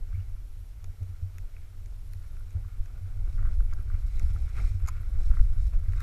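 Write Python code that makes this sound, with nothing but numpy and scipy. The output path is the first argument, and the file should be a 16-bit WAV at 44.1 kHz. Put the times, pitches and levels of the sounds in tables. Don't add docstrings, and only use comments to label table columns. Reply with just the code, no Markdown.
import sys
import numpy as np
from scipy import signal
from scipy.fft import rfft, irfft
from scipy.io import wavfile
from scipy.ndimage import uniform_filter1d

SR = 44100
rng = np.random.default_rng(int(sys.argv[2]) if len(sys.argv) > 2 else 0)


def gain_from_db(level_db):
    decades = np.asarray(level_db, float) / 20
    return 10 ** decades


def persist_wave(psi):
    counts = np.round(np.clip(psi, -1, 1) * 32767).astype(np.int16)
    wavfile.write(sys.argv[1], SR, np.atleast_2d(counts).T)


N = 265790

# time_s, level_db
AIR = [(0, -40.5), (.3, -40), (.6, -42.5), (1.0, -46), (1.7, -40.5), (2.0, -40.5), (2.5, -41),
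       (3.05, -40.5), (3.25, -27.5), (3.6, -26), (3.9, -32.5), (4.25, -27.5), (4.55, -33), (5.0, -35),
       (5.2, -27.5), (5.45, -23), (5.8, -31.5), (6.03, -26.5)]
# middle_s, swell_db, length_s
GUSTS = [(0.026, 11.5, 0.035), (0.108, 7.5, 0.048), (0.217, 0, 0.092), (0.331, 10.5, 0.035),
         (0.87, 6.5, 0.071), (1.02, -8, 0.066), (1.434, 7.5, 0.061), (1.702, -8.5, 0.1), (1.877, 5, 0.049),
         (2.444, 4, 0.25), (2.495, -11, 0.065), (2.582, 4.5, 0.095), (2.795, 13.5, 0.038),
         (3.306, -25, 0.028), (3.456, 1.5, 0.08), (3.59, 7, 0.023), (3.806, -2.5, 0.036),
         (3.938, 14, 0.017), (4.109, -24, 0.035), (4.206, 2, 0.14), (4.383, -9, 0.055), (4.435, 8, 0.04),
         (4.472, -13, 0.059), (4.637, 11.5, 0.046), (4.834, 15.5, 0.024), (5.158, 6, 0.069),
         (5.286, 7, 0.083), (5.4, 11, 0.015), (5.709, -12, 0.015), (5.75, 12.5, 0.032)]
# peak_s, level_db
JOLTS = [(0.137, -18), (0.179, -17), (0.444, -49), (0.569, -30), (0.893, -22.5), (1.016, -14), (1.141, -25),
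         (1.225, -15.5), (2.153, -25), (2.552, -11.5), (2.651, -18.5), (2.801, -28.5), (2.94, -31),
         (3.035, -19.5), (3.336, -25), (3.389, -18.5), (3.545, -42), (3.606, -28), (3.909, -31),
         (4.223, -18), (4.305, -18.5), (4.349, -16.5), (4.459, -15.5), (4.707, -15.5), (4.748, -12.5),
         (5.003, -19), (5.298, -16), (5.518, -18), (5.751, -31), (5.883, -12), (5.963, -18)]
# middle_s, length_s, level_db
ROCKS = [(0.153, .1, -37.5), (.82, 0.086, -44), (1.02, 0.052, -40), (2.327, 0.038, -47),
         (2.567, 0.042, -41), (3.0, 0.23, -51), (3.4, 0.13, -50), (3.576, 0.13, -35), (3.75, 0.13, -42),
         (4, .1, -33.5), (4.17, 0.059, -29.5), (4.247, 0.065, -25.5), (4.434, 0.036, -23.5),
         (4.595, 0.091, -32.5), (4.844, 0.072, -35), (4.94, 0.077, -36), (5.115, 0.089, -33.5),
         (5.35, 0.13, -34), (5.5, .1, -36), (5.633, 0.088, -27.5), (5.76, 0.089, -28.5), (5.847, .05, -35),
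         (5.989, 0.036, -30.5)]
# pitch_hz, level_db (per Hz)
TURBULENCE = [(100, -1.5), (130, 1), (185, -9.5), (240, -15.5), (400, -17.5), (800, -22.5), (1500, -45.5)]
# middle_s, length_s, level_db
SLAPS = [(0.016, 0.047, -64), (1.02, 0.033, -56.5), (1.43, 0.037, -63), (1.556, 0.042, -77),
         (2.323, 0.088, -67), (2.57, 0.049, -58), (2.955, 0.54, -66), (3.286, 0.025, -54.5),
         (3.412, .06, -64), (3.494, 0.042, -58), (3.784, 0.034, -56), (4.23, 0.093, -56.5),
         (4.39, 0.13, -57), (4.6, 0.052, -48), (4.648, 0.023, -57), (5.092, 0.021, -55),
         (5.186, 0.068, -56), (5.326, 0.21, -60.5), (5.744, 0.087, -61), (6.02, 0.033, -59)]
# time_s, edge_pressure_db, snow_bumpiness_db
RIDE = [(0, -11, -3), (.3, -7, -2), (.6, -16, -7), (1.1, -3, 6), (1.6, -9, -5.5), (2.0, -8.5, 0),
        (2.5, -3, -2.5), (2.8, -4, -1), (3.05, -2, 5.5), (3.5, -2.5, 5), (3.9, -2.5, 6), (4.3, 6, -4),
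        (4.6, 4, 8), (4.95, -2.5, 4), (5.3, 7, -5), (5.65, 1.5, -2), (5.85, 0.5, 0), (6.03, 12, -2)]
# middle_s, length_s, level_db, fineness (0 clods, 1 scrape, 2 powder, 3 crystals)
BURSTS = [(0.18, 0.15, -67.5, 0.62), (0.555, 0.32, -76.5, 3.0), (.8, 0.1, -91, .1), (1.6, 0.13, -71.5, 1.0),
          (2.05, 0.51, -71, 2.7), (2.41, 0.28, -82, 2.0), (3.12, 0.2, -70, .1), (3.34, 0.11, -67, 1.55),
          (3.44, 0.17, -65, 0.086), (3.535, 0.093, -70, 1.8), (3.62, 0.13, -73.5, 3.0),
          (3.722, 0.034, -64.5, 1.0), (3.772, 0.097, -73, 3.0), (3.802, 0.04, -63, .2),
          (3.934, 0.073, -64.5, 0.26), (3.988, 0.12, -72.5, 1.0), (4.164, 0.14, -64.5, 1.4),
          (4.27, 0.42, -66.5, 2.3), (4.415, 0.18, -65.5, 1), (4.589, 0.06, -52.5, 0.64),
          (4.64, 0.14, -59, 1.2), (4.65, 0.17, -64.5, 2.0), (4.104, 0.14, -78, 2.0),
          (4.91, 0.2, -60.5, 0.33), (5.03, 0.041, -73, 3.0), (5.233, 0.1, -66, 2.0),
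          (5.347, 0.13, -67, 0.16), (5.4, 0.19, -66, 2.4), (5.64, .1, -62.5, 2.25),
          (5.75, 0.032, -59.5, .4), (5.956, 0.13, -72, 2), (6.02, 0.041, -57, 1.6)]
LAYER_DB = [-70.5, -74, -75, -78]
LAYER_FOLLOWS = [0.79, 0.71, 0.58, 0.35]
# pitch_hz, width_hz, level_db
SHELL = [(3870, 790, 4), (5420, 390, 6), (6800, 990, -1.5), (7800, 240, 5), (8830, 2100, -3.5)]
# pitch_hz, level_db (per Hz)
HISS = [(150, -9.5), (800, -19.5), (2200, -23), (4500, -26.5), (9000, -28.5), (11200, -31.5),
        (14000, -26.5), (15300, -31.5)]
# pitch_hz, width_hz, level_db
WHINE = [(5670, 90, -92), (11360, 70, -91)]
# time_s, level_db
WHINE_FADE = [
    (0, 5),
    (1.42, 6),
    (1.5, 0),
    (3.9, 0),
    (4.3, 4),
    (6.03, 1),
]
# start_s, level_db
THUMPS = [(.12, -49), (2.981, -51), (3.27, -50), (3.5, -40), (3.6, -48), (3.781, -49), (4.15, -45),
          (4.22, -45), (4.3, -40.5), (4.37, -48), (4.635, -47), (5.331, -38), (5.76, -49)]
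# pitch_hz, level_db, t60_s (time to die away by 60 dB)
THUMP_MODES = [(126, 9, 0.084), (165, -4, 0.057), (190, -3, .04)]
# start_s, level_db, hardness_db
KNOCKS = [(0.128, -56, -7), (2.4065, -57, -7), (2.6472, -52, -12), (2.8983, -59, -11), (3.1074, -65, -9),
          (3.275, -52.5, -11), (3.379, -46.5, -3), (3.3894, -48, -2), (3.405, -55, -4), (3.4276, -47.5, -4),
          (3.455, -46, -1), (3.461, -48, -3), (3.4696, -43, -21), (3.489, -51, -2), (3.509, -51, -4),
          (3.6032, -42, -8), (3.726, -43, -4), (3.733, -47, -13), (3.7733, -57, -15), (3.785, -49, -10),
          (3.811, -56, -6), (3.822, -54, -10), (3.878, -58, -8), (3.899, -45.5, -6), (3.915, -52, 4),
          (3.9424, -53, -3), (3.974, -59, 1), (4.198, -49, -15), (4.361, -48, -16), (4.563, -53, -8),
          (4.576, -45, -8), (4.584, -45, -5), (4.592, -43, -9), (4.604, -58, -4), (4.621, -50, -4),
          (4.6394, -46, -9), (4.671, -56, -8), (5.031, -53.5, -1), (5.1453, -56, -16), (5.2984, -52, -19),
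          (5.3125, -43.5, -13), (5.37, -43, 0), (5.392, -44, -2), (5.787, -59, -4), (5.833, -56, -10),
          (5.859, -54, 3), (5.983, -54, -13), (5.996, -47, -2), (6.013, -44, -1), (6.02, -43, -1)]
# pitch_hz, level_db, t60_s
HOUSING_MODES = [
    [(1174, -2, 0.03), (1370, 6.5, 0.019), (1590, 5, 0.024)],
    [(1950, -2, 0.011), (2240, -6.5, 0.014), (2510, -3, 0.011)],
    [(3620, -11, 0.0068), (4940, -15, 0.007), (5700, -7, 0.0065), (6730, 2.5, 0.0036)],
    [(9930, 14, 0.0057), (11700, 11, 0.006), (13200, 11, 0.0055), (14400, 8, 0.006)],
]
# time_s, pitch_hz, level_db
SQUEAK = [
    (.135, 1950, -90),
    (.146, 2110, -59),
    (.157, 2330, -60),
    (.18, 2450, -77),
    (.195, 2690, -69),
    (.208, 2800, -66),
    (.215, 2850, -95),
]
# start_s, pitch_hz, level_db, t60_s
PINGS = [(.8425, 15600, -62, .006), (1.383, 15600, -64, .006), (2.134, 4300, -47, 0.0083),
         (2.134, 5500, -55, .007), (2.134, 10900, -55, .007), (2.134, 12900, -44, .004),
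         (3.736, 5000, -48, 0.0087), (4.17, 3940, -53, .015), (4.196, 5200, -46, .008),
         (4.555, 2300, -49, .025), (4.588, 2240, -48, .02), (4.601, 2170, -45, 0.022),
         (4.65, 4050, -52, .015), (4.7, 2420, -52, .02), (5.976, 2180, -50, 0.027), (5.98, 3750, -54, .02),
         (6.006, 3780, -44, .015), (6.01, 2010, -47, .025), (6.014, 3730, -53, .015)]
# start_s, level_db, weight_db, hardness_db, sharpness_db
GRAINS = [(0.843, -52.5, -11, 5.5, -3), (1.0313, -67, -10, 7, 6), (1.3836, -49, -16, -1.5, 2),
          (1.5657, -53, -16.5, -16, 4), (1.8597, -56, -18, 2.5, -5), (2.1348, -54, -20, -5, 11),
          (2.368, -59, -10, -5, -7), (2.5072, -58, -17, -1, -7), (2.8587, -58.5, -7, 2.5, -6),
          (3.7364, -63, -1, 9, -5), (4.1958, -50, -23, 2.5, -1), (4.4924, -55, -18, -2, -5),
          (4.498, -64, -8, -5, 13), (5.7341, -56, -3, -9, 4), (5.885, -57, -6, -20, 8),
          (5.9228, -60, -12, 1, 5), (5.9346, -51, -6, -7, 4), (5.9777, -57, -21, -1, -4),
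          (6.0053, -52.5, 1, -1.5, 11)]
GRAIN_CONTACT_S = [.0003, .0003, .00015, 0]
# start_s, level_db
THUDS = [(1.01, -62), (2.549, -50), (3.274, -43), (3.787, -41.5), (4.134, -70), (4.552, -62), (4.577, -43),
         (4.592, -51), (4.637, -57), (4.796, -54), (5.229, -54), (5.309, -50)]
# pitch_hz, level_db, t60_s
THUD_MODES = [(234, -17.5, 0.016), (370, 2.5, 0.039), (500, 4, 0.014)]
# start_s, body_level_db, brittle_level_db
LUMP = [(4.8636, -51, -52), (4.872, -54, -66), (4.875, -56, -50), (4.8768, -50, -52), (4.8796, -37.5, -45),
        (4.8815, -39, -44), (4.884, -47, -52), (4.8858, -39.5, -44), (4.886, -33.5, -37), (4.888, -33, -46),
        (4.8912, -38, -44), (4.8935, -46, -58), (4.896, -50, -64)]
# pitch_hz, level_db, t60_s
LUMP_MODES = [(1020, 0.5, 0.016), (1370, 5.5, 0.018), (1600, -6, 0.011), (2280, -1, 0.0054),
              (5000, -2, 0.0031), (6900, 2, 0.0062), (9800, -12, 0.0091), (11500, -5, 0.0027),
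              (14200, -16, .003)]


def rms_one(x):
    return x / np.sqrt(np.mean(x ** 2) + 1e-20)


def in_time(rows):
    s, *columns = np.transpose(rows)
    return [np.interp(np.arange(N) / SR, s, column) for column in columns]


def humps(middle_s, length_s, height, square):
    t = np.arange(N // 20 + 2) * 20 / SR
    out = np.zeros(len(t))
    for at, span, top in np.broadcast(middle_s, length_s, height):
        out += top * np.exp(-np.abs(2 * (t - at) / span) ** square)
    return np.interp(np.arange(N) / SR, t, out)


def drift(rate):
    r = np.exp(-40 * np.pi * rate / SR)
    slow = signal.lfilter([1], [1, -2 * r, r * r], rng.standard_normal(N // 20 + 3002))[3000:]
    return np.interp(np.arange(N) / 20, np.arange(len(slow)), rms_one(slow))


def coloured(points):
    hz, db = np.transpose(points)
    axis = np.fft.rfftfreq(N, 1 / SR) + 1
    gain = gain_from_db(np.interp(np.log(axis), np.log(hz), db, left=-90, right=-90))
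    return rms_one(irfft(rfft(rng.standard_normal(N)) * gain, N))


def grains(per_s, spread_db):
    sizes = gain_from_db(spread_db * np.minimum(rng.exponential(1, N), 4)) * rng.choice([-1, 1], N)
    return rms_one(sizes * (rng.random(N) < per_s / SR))


def butter(x, hz, kind="low"):
    return signal.sosfilt(signal.butter(2, hz, kind, fs=SR, output="sos"), x)


def steep_low(x, hz, order):
    return signal.sosfilt(signal.cheby1(order, 1, hz, fs=SR, output="sos"), x)


def resonance(x, hz, width_hz):
    r = np.exp(-np.pi * width_hz / SR)
    return signal.lfilter([(1 - r * r) / 2, 0, (r * r - 1) / 2],
                          [1, -2 * r * np.cos(2 * np.pi * hz / SR), r * r], x)


def ring(clicks, hz, t60):
    r, w = gain_from_db(-60 / (t60 * SR)), 2 * np.pi * hz / SR
    return signal.lfilter([0, np.sin(w)], [1, -2 * r * np.cos(w), r * r], clicks + 1e-18)


def evened(x, window_s):
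    size = int(window_s * SR)
    power = uniform_filter1d(uniform_filter1d(x ** 2, size), size)
    return x / np.sqrt(power + 0.007 * np.mean(x ** 2))


def strike(start_s, strength_db, modes, contact_s=0):
    chance_db = rng.normal(0, 2, (len(start_s), len(modes)))
    sides = rng.choice([-1, 1], chance_db.shape)
    at = np.round(np.asarray(start_s) * SR).astype(int)
    out = np.zeros(N)
    for k, (hz, level_db, t60) in enumerate(modes):
        clicks = np.zeros(N)
        clicks[at] = gain_from_db(strength_db + level_db + chance_db[:, k]) * sides[:, k]
        out += ring(clicks, hz, t60)
    size = int(contact_s * SR) + 1
    rasp = np.abs(rng.standard_normal(size)) * np.cos(2 * np.pi * modes[0][0] * np.arange(size) / SR)
    return np.convolve(out, rasp / np.abs(rasp).sum())[:N]


def buffeting(gust_db):
    lumps = butter(rng.standard_normal(N + SR), (9.5, 43.1), "band")
    lumps = butter(lumps, 51.2)[SR:]
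    return gain_from_db(in_time(AIR)[0] + gust_db + 3.5) * evened(lumps, window_s=0.075)


def pole_shake():
    shake_hz, width_hz, shake_db = 93, 20, -45
    pole = resonance(rng.standard_normal(N + SR), shake_hz, width_hz)
    pole = resonance(pole, 0.87 * shake_hz, 2 * width_hz)[SR:]
    return gain_from_db(shake_db + in_time(RIDE)[1]) * evened(pole, window_s=0.24)


def pole_jolts():
    s, peak_db = np.transpose(JOLTS)
    clicks = np.zeros(N)
    clicks[np.round((s - 0.0065) * SR).astype(int)] = gain_from_db(peak_db - 4.5)
    return ring(clicks, 94.4, 0.084) + 0.11 * ring(clicks, 81, 0.011)


def rocking():
    s, length_s, db = np.transpose(ROCKS)
    rest_db = -51
    swing = butter(rng.standard_normal(N + SR), (43.8, 67.3), "band")[SR:]
    gain = np.sqrt(gain_from_db(2 * rest_db) + humps(s, length_s, gain_from_db(2 * db), square=0.93))
    return gain * evened(swing, window_s=0.065)


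def eddies(gust_db):
    s, peak_db = np.transpose(JOLTS)
    felt_db = np.maximum(peak_db + 38, 0)
    stir_db = humps(s + 0.0074, 0.029, 0.096 * felt_db, square=2.4)
    eddy_db = -64.5 + 0.44 * (in_time(AIR)[0] + 34.5) + 0.42 * gust_db + 0.26 * in_time(RIDE)[1] + stir_db
    slap_s, slap_length_s, slap_db = np.transpose(SLAPS)
    slap_power = humps(slap_s, slap_length_s, gain_from_db(2 * slap_db), square=1.4)
    flutter_db = 2 * drift(25)
    return np.sqrt(gain_from_db(2 * eddy_db) + slap_power) * gain_from_db(3 + flutter_db) * coloured(TURBULENCE)


def wind():
    gust_s, swell_db, length_s = np.transpose(GUSTS)
    gust_db = humps(gust_s, length_s, swell_db, square=2)
    jolts = pole_jolts()
    low = buffeting(gust_db) + pole_shake() + jolts + rocking()
    sealed = steep_low(low, 99.75, order=6)
    leak = gain_from_db(-12) * resonance(low + 0.5 * jolts, 112, 33)
    return sealed + leak + eddies(gust_db)


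def snow_gains():
    pressure_db = in_time(RIDE)[0]
    s, length_s, strength_db, fineness = np.transpose(BURSTS)
    gains = []
    for k, (db, share) in enumerate(zip(LAYER_DB, LAYER_FOLLOWS)):
        bed = gain_from_db(db + share * pressure_db)
        loss_db = 8.5
        if k == len(LAYER_DB) - 1:
            loss_db += 6
        burst_db = strength_db - loss_db * np.abs(fineness - k)
        gains.append(np.sqrt(bed ** 2 + humps(s, length_s, gain_from_db(2 * burst_db), square=2.15)))
    return gains


def chatter():
    rough = grains(500, 7.5) + 1.57 * rng.standard_normal(N)
    return rms_one(resonance(rough, 1420, 205) - 0.5 * resonance(rough, 1156, 296)
                   - 0.17 * resonance(rough, 1920, 600))


def edge_hiss():
    return rms_one(resonance(grains(2000, 5.1) + 0.95 * rng.standard_normal(N), 2205, 344))


def powder_spray():
    powder = grains(4000, 3.1) + 0.64 * rng.standard_normal(N)
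    spray = np.zeros(N)
    for k, (hz, width_hz, db) in enumerate(SHELL):
        spray += (-1) ** k * gain_from_db(db) * resonance(powder, hz, width_hz)
    return steep_low(rms_one(spray), 9500, order=8)


def ice_crystals():
    flurries = gain_from_db(5.5 * np.tanh(drift(37))) * grains(3000, 4.3)
    return rms_one(resonance(resonance(flurries, 11120, 1100), 11100, 1600))


def board():
    chatter_gain, edge_gain, spray_gain, crystal_gain = snow_gains()
    bumps = drift(17)
    return (chatter_gain * gain_from_db(2.1 * bumps) * chatter()
            + edge_gain * gain_from_db(1.55 * bumps) * edge_hiss()
            + spray_gain * gain_from_db(0.27 * bumps + 1.9 * drift(56)) * powder_spray()
            + crystal_gain * ice_crystals())


def electronics():
    whine = np.zeros(N)
    for hz, width_hz, db in WHINE:
        narrow = resonance(resonance(rng.standard_normal(N), hz, width_hz), hz, width_hz)
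        whine += gain_from_db(db) * rms_one(narrow)
    return gain_from_db(-67) * coloured(HISS) + gain_from_db(in_time(WHINE_FADE)[0]) * gain_from_db(drift(5.6)) * whine


def grip_thumps():
    return strike(*np.transpose(THUMPS), THUMP_MODES, contact_s=0.0074)


def mount_knocks():
    s, peak_db, hard_db = np.transpose(KNOCKS)
    return (strike(s, peak_db - 4, HOUSING_MODES[0], contact_s=0.0017)
            + strike(s, peak_db + hard_db + 3, HOUSING_MODES[1], contact_s=0.0034))


def squeak():
    pitch_hz, level_db = in_time(SQUEAK)
    phase = 2 * np.pi * np.cumsum(pitch_hz * (1 + 0.03 * drift(220))) / SR
    return gain_from_db(level_db + drift(43)) * np.sin(phase)


def click_rings():
    return sum(strike([s], np.array([db]), [(hz, 0, t60)], contact_s=0.0005) for s, hz, db, t60 in PINGS)


def ice_grains():
    s, grain_db, weight_db, hard_db, sharp_db = np.transpose(GRAINS)
    reach_db = weight_db, 0, hard_db, hard_db + sharp_db - 22
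    return sum(strike(s, grain_db + db + 5, modes, contact_s)
               for db, modes, contact_s in zip(reach_db, HOUSING_MODES, GRAIN_CONTACT_S))


def case_thuds():
    s, peak_db = np.transpose(THUDS)
    return strike(s, peak_db - 5, THUD_MODES, contact_s=0.0045)


def breaking_lump():
    s, body_db, brittle_db = np.transpose(LUMP)
    body_modes, brittle_modes = LUMP_MODES[:3], LUMP_MODES[3:]
    count = 30
    crumb_s = np.linspace(4.873, 4.894, count) + rng.uniform(0, 0.00085, count)
    crumb_db = -53 + 3 * rng.standard_normal(count)
    broken = strike(s, body_db - 3, body_modes, contact_s=0.0008)
    broken += strike(s, brittle_db, brittle_modes) + strike(crumb_s, crumb_db, brittle_modes)
    return butter(broken, 540, "high")


def through_wall(x):
    return x - 0.33 * resonance(x, 3010, 650)


def scene():
    struck = (board() + grip_thumps() + mount_knocks() + click_rings() + ice_grains()
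              + case_thuds() + breaking_lump())
    return (wind() + through_wall(struck) + electronics() + squeak())[None]


def ragged_top(x):
    out, together, width_hz = x.copy(), drift(30), 400
    less_room = 0.035 * (in_time(AIR)[0] + 40)
    for low_hz in np.arange(12400, 16200, width_hz):
        band_pass = signal.butter(3, [low_hz, low_hz + width_hz], "band", fs=SR, output="sos")
        band = signal.sosfiltfilt(band_pass, x)
        power = uniform_filter1d(band ** 2, size=128)
        quiet = np.clip(2 - power / gain_from_db(2 * -76), 0, 1)
        share = np.interp(low_hz, [12400, 14800, 15200], [1.5, 0.2, -3.0]) - less_room
        out -= band * quiet * np.clip(5 * (0.46 * together + 0.8 * drift(36) - share), 0, 1)
    return out


def low_pass(x):
    return signal.sosfilt(signal.butter(12, 16100, fs=SR, output="sos"), x)


def record(dry):
    rounded = 0.61 * np.tanh(dry / 0.58)
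    cut = signal.sosfilt(signal.cheby2(16, 60, 16300, fs=SR, output="sos"), rounded)
    return low_pass(ragged_top(cut))


dry = scene()
out = record(dry)
persist_wave(out)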